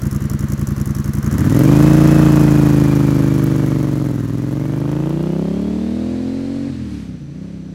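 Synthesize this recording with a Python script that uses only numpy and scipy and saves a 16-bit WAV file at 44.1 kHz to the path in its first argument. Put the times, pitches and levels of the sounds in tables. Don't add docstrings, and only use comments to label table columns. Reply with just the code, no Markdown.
import sys
import numpy as np
from scipy import signal
from scipy.io import wavfile
from scipy.ndimage import uniform_filter1d

SR = 44100
rng = np.random.default_rng(int(sys.argv[2]) if len(sys.argv) > 2 else 0)


def store_wav(level_fs):
    pcm = np.round(np.clip(np.atleast_2d(level_fs), -1, 1) * 32767)
    wavfile.write(sys.argv[1], SR, pcm.T.astype(np.int16))


N = 341334
TIME = np.arange(N) / SR

# time in seconds, four-stroke cycles per second.
ENGINE_SPEED = [(0, 10.69), (1.24, 10.8), (1.7, 26.17), (1.87, 28.12), (2.09, 28.5), (2.73, 26.72),
                (3.6, 24.63), (4.0, 23.09), (4.27, 19.99), (4.34, 21.1), (4.77, 25.11), (5.97, 40.42),
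                (6.45, 45.55), (6.66, 46.78), (7.03, 33.18), (7.27, 27.05), (7.45, 34.3), (7.62, 31.9)]
# time in seconds, opening from 0 to 1.
THROTTLE_OPENING = [(1.15, 0), (1.3, 0.25), (1.75, 0.61), (2.25, 0.7), (3.05, 0.56), (3.6, 0.63),
                    (4.4, .48), (5, 0.97), (6.67, 0.35), (6.73, 0.2), (7.27, 0.23), (7.42, 0.29)]
# time in seconds, load from 0 to 1.
WHEEL_LOAD = [(0, 0.07), (4.5, 0.1), (5.3, 1), (6.66, 0.52), (6.74, .1), (7.15, 0.14), (7.4, 0.83)]
# firing phase and its shift under load in cycles, then in relative dB the
CYLINDER_FIRINGS = [(0.062, -0.063, -7.5, -4.5, -0.5, 8.5, 3, 7), (0.232, -0.057, 3.5, -2, 2, -8.5, 3, -20),
                    (0.443, -.081, -4.5, -6.5, 7.5, 12, 2, -7), (0.599, -0.07, 6, 0.5, -1, -29.5, -0.5, -6)]
# frequency in Hz, relative gain in dB.
HOT_PIPE = [(25, -80), (50, -7.5), (75, 0), (105, -3), (140, 6), (190, 0.5), (245, 2.5), (310, 8.5),
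            (370, -1), (460, -6), (545, -1), (740, -7), (1100, -14.5), (2500, -51.5)]
COOL_PIPE = [(30, -40), (52, -8.5), (78, 0), (110, -0.5), (143, 9), (172, -5.5), (215, 11.5), (280, -1),
             (320, 8.5), (390, -1.5), (470, -13.5), (600, -6), (1100, -16), (2500, -1.5)]
BARK_SPECTRUM = [(200, 11.5), (430, 11), (600, 6), (760, -5), (880, 2.5), (1000, -4.5), (1200, -6),
                 (1600, -20.5), (2200, -24), (3200, -13), (5000, -37)]
# frequency in Hz, relative spectral density in dB.
RASP_SPECTRUM = [(200, -14), (450, 4), (600, 0.5), (780, -8), (1100, 2), (1500, -1), (2000, -5.5),
                 (2500, -19), (3200, -16), (5000, -58)]
VALVE_SPECTRUM = [(3500, -25), (4800, -5.5), (5400, 3), (6300, 4.5), (7400, 2.5), (8300, -4), (9500, -1),
                  (11000, 1.5), (13500, -1.5), (16000, -5.5)]
RUSH_SPECTRUM = [(1200, 7), (2400, 5.5), (3200, 1.5), (4300, 3), (6000, -4), (8000, -6), (11000, -16),
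                 (16000, -32)]
SWELL_SPECTRUM = [(2000, 7.5), (5000, 4), (8000, -3), (11000, -6), (16000, -25.5)]
AIR_SPECTRUM = [(30, 1), (150, -5), (500, 2.5), (1500, -31), (5000, -33), (8000, -43), (16000, -43)]
# frequency in Hz, bandwidth in Hz, level in dB.
INSECT_BANDS = [(5970, 300, -66)]
# start in seconds, level in dB.
ENGINE_SPITS = [(1.591, -20), (3.44, -25)]

# idle gain in dB, dB per doubling of speed, dB for full throttle, ground loss in dB per metre.
BOOM_LEVEL = (-18, 6.5, 3.5, 0.24)
RASP_LEVEL = (-40.5, 1.5, 23, 0.82)
RUSH_LEVEL = (-47, 10.5, -2, 0.21)
VALVE_LEVEL = (-41.5, 0.42, 8.5, 1.03)
IDLE_HZ, START_M = 11, 5.11


def gain_of(db):
    return 10 ** (np.asarray(db) / 20)


def curve(rows):
    return np.interp(TIME, *np.transpose(rows))


def noise():
    return rng.standard_normal(N)


def unit_rms(x):
    return x / np.sqrt(np.mean(x ** 2) + 1e-20)


def steadied(x, size=6000):
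    return x / np.sqrt(uniform_filter1d(uniform_filter1d(x ** 2, size), size) + 1e-20)


def coloured(x, spectrum, size=16384):
    hz, db = np.transpose(spectrum)
    bin_hz = abs(np.fft.fftfreq(size, 1 / SR))
    log_gain = np.log(gain_of(np.interp(np.log(bin_hz + 1), np.log(hz), db)))
    response = np.fft.ifft(np.exp(signal.hilbert(log_gain).conj())).real[:size // 4]
    return signal.oaconvolve(x, response)[:N]


def whistle(hz, width_hz):
    drift = signal.sosfilt(signal.butter(2, width_hz / SR, output="sos"), noise() + 1j * noise())
    carrier = np.exp(2j * np.pi * np.cumsum(hz * np.ones(N)) / SR)
    return unit_rms((drift * carrier).real)


def travelled(leaves_s=1.122, accel_m_per_s2=1.292):
    return accel_m_per_s2 / 2 * np.maximum(TIME - leaves_s, 0) ** 2


def shut():
    return np.clip(1 - curve(THROTTLE_OPENING) / .4, 0, 1)


def coasting():
    return np.minimum(travelled() / START_M, 1) * shut()


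def unevenness(base_db=0.68, coasting_db=3.5):
    return base_db + coasting_db * coasting()


def loudness(idle_db, speed_db, throttle_db, loss_db_per_m):
    octaves = np.log2(curve(ENGINE_SPEED) / IDLE_HZ)
    source_db = idle_db + speed_db * octaves + throttle_db * curve(THROTTLE_OPENING)
    return gain_of(source_db - loss_db_per_m * travelled()) * START_M / (START_M + travelled())


def strength(idle_db, revved_db):
    revved = np.clip((curve(ENGINE_SPEED) - IDLE_HZ) / 12, 0, 1) * (1 - coasting())
    return gain_of(idle_db) * (1 - revved) + gain_of(revved_db) * revved


def firings(phase, jitter_s_per_db):
    turns = np.cumsum(curve(ENGINE_SPEED)) / SR - phase
    cycles = np.arange(-2, int(turns[-1]) + 1)
    slip, luck = rng.standard_normal((300, 2))[:len(cycles)].T
    starts = np.interp(cycles, np.r_[turns[0] - 2, turns], np.r_[-2 / ENGINE_SPEED[0][1], TIME])
    starts = np.sort(starts + jitter_s_per_db * slip * np.interp(starts, TIME, unevenness()))
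    last = np.maximum(np.searchsorted(starts, TIME) - 1, 0)
    return np.maximum(TIME - starts[last], 0), np.clip(luck[last], -2, 2)


def verge(air_db=-51):
    insects = sum(gain_of(db) * whistle(hz, width) for hz, width, db in INSECT_BANDS)
    return gain_of(air_db) * unit_rms(coloured(noise(), AIR_SPECTRUM)) + insects


def hiss_swell(peak_s=6.96, half_width_s=0.13, peak_db=-48):
    envelope = gain_of(peak_db) * np.exp(-((TIME - peak_s) / half_width_s) ** 2)
    return envelope * unit_rms(coloured(noise(), SWELL_SPECTRUM))


def trees(x, t60_s=0.25):
    t = TIME[:SR // 2]
    tail = rng.standard_normal(len(t)) * gain_of(-60 * t / t60_s) * (t > .012)
    return signal.oaconvolve(x, tail / np.linalg.norm(tail))[:N]


def running_gear(meshes_per_cycle=91.5, whine_db=-7, shut_db=-13, overtone_db=-9, loss_db_per_m=0.4):
    mesh_hz = meshes_per_cycle * curve(ENGINE_SPEED)
    whine = whistle(mesh_hz, width_hz=130)
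    whine += gain_of(overtone_db) * (1 - curve(WHEEL_LOAD)) * whistle(2 * mesh_hz, width_hz=140)
    whine *= gain_of(whine_db + shut_db * shut() - loss_db_per_m * travelled())
    return loudness(*RUSH_LEVEL) * (unit_rms(coloured(noise(), RUSH_SPECTRUM)) + whine)


def spits(decay_s=.003):
    gate = sum(gain_of(db) * (TIME > s) * np.exp(-abs(TIME - s) / decay_s) for s, db in ENGINE_SPITS)
    return gate * unit_rms(coloured(noise(), [(5000, -30), (8500, -8), (10500, -1), (16000, 0)]))


def valves(lag_cycles=0.1224, rise_s=0.0016, bounce_s=0.0049, bounce=0.33, uneven_db=4.0):
    ticks, load = np.zeros(N), curve(WHEEL_LOAD)
    for phase, *_, tick_db, load_db in CYLINDER_FIRINGS:
        age, luck = firings(phase + lag_cycles, jitter_s_per_db=.0004)
        u = age / rise_s
        ticks += gain_of(tick_db + load_db * load + uneven_db * luck) * u ** 2 * np.exp(2 - 2 * u)
    ticks += bounce * np.interp(TIME - bounce_s, TIME, ticks)
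    blur = np.clip(0.13 * (curve(ENGINE_SPEED) / IDLE_HZ) ** 1.37, 0, 1)
    envelope = blur + (1 - blur) * ticks
    return loudness(*VALVE_LEVEL) * steadied(coloured(envelope * noise(), VALVE_SPECTRUM))


def gas_rasp(lag_cycles=.135, decay_s=0.01, front_s=0.00013, uneven_db=1.5, carry_db_per_m=0.15):
    gate, fronts, load = np.zeros(N), np.zeros(N), curve(WHEEL_LOAD)
    loudest_db = max(row[5] for row in CYLINDER_FIRINGS)
    for phase, *_, size_db, _, _ in CYLINDER_FIRINGS:
        age, luck = firings(phase + lag_cycles, jitter_s_per_db=.00007)
        size = gain_of((size_db - loudest_db) * (0.5 + load) + uneven_db * luck)
        gate += size * np.exp(-age / decay_s)
        fronts += size * age / front_s * np.exp(-age / front_s)
    barks = steadied(coloured(np.diff(fronts, prepend=0), BARK_SPECTRUM))
    barks *= strength(idle_db=-13, revved_db=-1.5 + 3.1 * load + carry_db_per_m * travelled())
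    flow = .4 - .3 * load + strength(idle_db=-5.5, revved_db=0) * gate
    tearing = steadied(coloured(flow * noise(), RASP_SPECTRUM))
    tearing *= strength(idle_db=1, revved_db=-3.5 - 6 * load)
    return loudness(*RASP_LEVEL) * (barks + tearing)


def muffler_chamber(x, hz, width_hz):
    radius = np.exp(-np.pi * width_hz / SR)
    poles = [1, -2 * radius * np.cos(2 * np.pi * hz / SR), radius * radius]
    return signal.lfilter(poles[::-1], poles, x)


def exhaust(puff_cycles=.0105, blur_s_per_m=.00001, coasting_s=.0002, hot_hz=22, delay_s=0.006203):
    puffs, speed, load = np.zeros(N), curve(ENGINE_SPEED), curve(WHEEL_LOAD)
    puff_s = puff_cycles / speed + blur_s_per_m * travelled() + coasting_s * coasting()
    for phase, shift, idle_db, revved_db, load_db, *_ in CYLINDER_FIRINGS:
        age, luck = firings(phase + shift * load, jitter_s_per_db=.00008)
        u = age / puff_s
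        size = strength(idle_db, revved_db) * gain_of(load_db * load + unevenness() * luck)
        puffs += size * u ** 2 * np.exp(-u)
    pulsation = uniform_filter1d(puffs, size=4000) - puffs
    pulsation = np.interp(TIME - delay_s, TIME, pulsation)
    cool_pipe = muffler_chamber(coloured(pulsation, COOL_PIPE), hz=235, width_hz=70)
    cool_pipe = muffler_chamber(cool_pipe, hz=303, width_hz=114)
    hot = np.clip((speed - IDLE_HZ) / (hot_hz - IDLE_HZ), 0, 1) * (1 - coasting())
    boom = hot * coloured(pulsation, HOT_PIPE) + (1 - hot) * cool_pipe
    return loudness(*BOOM_LEVEL) * steadied(boom)


def scene(wet_db=-26, wet_db_per_m=0.43):
    bike = exhaust() + gas_rasp() + valves() + spits() + running_gear()
    scattered = gain_of(wet_db + wet_db_per_m * travelled()) * trees(bike)
    return (bike + scattered + verge() + hiss_swell())[None]


def record(dry, cutoff_hz=16050):
    rounded = dry / (1 + dry ** 8) ** (1 / 8)
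    lowpass = signal.firwin(255, cutoff_hz, window=("kaiser", 9), fs=SR)
    return signal.oaconvolve(rounded, lowpass[None], "same")


dry = scene()
out = record(dry)
store_wav(out)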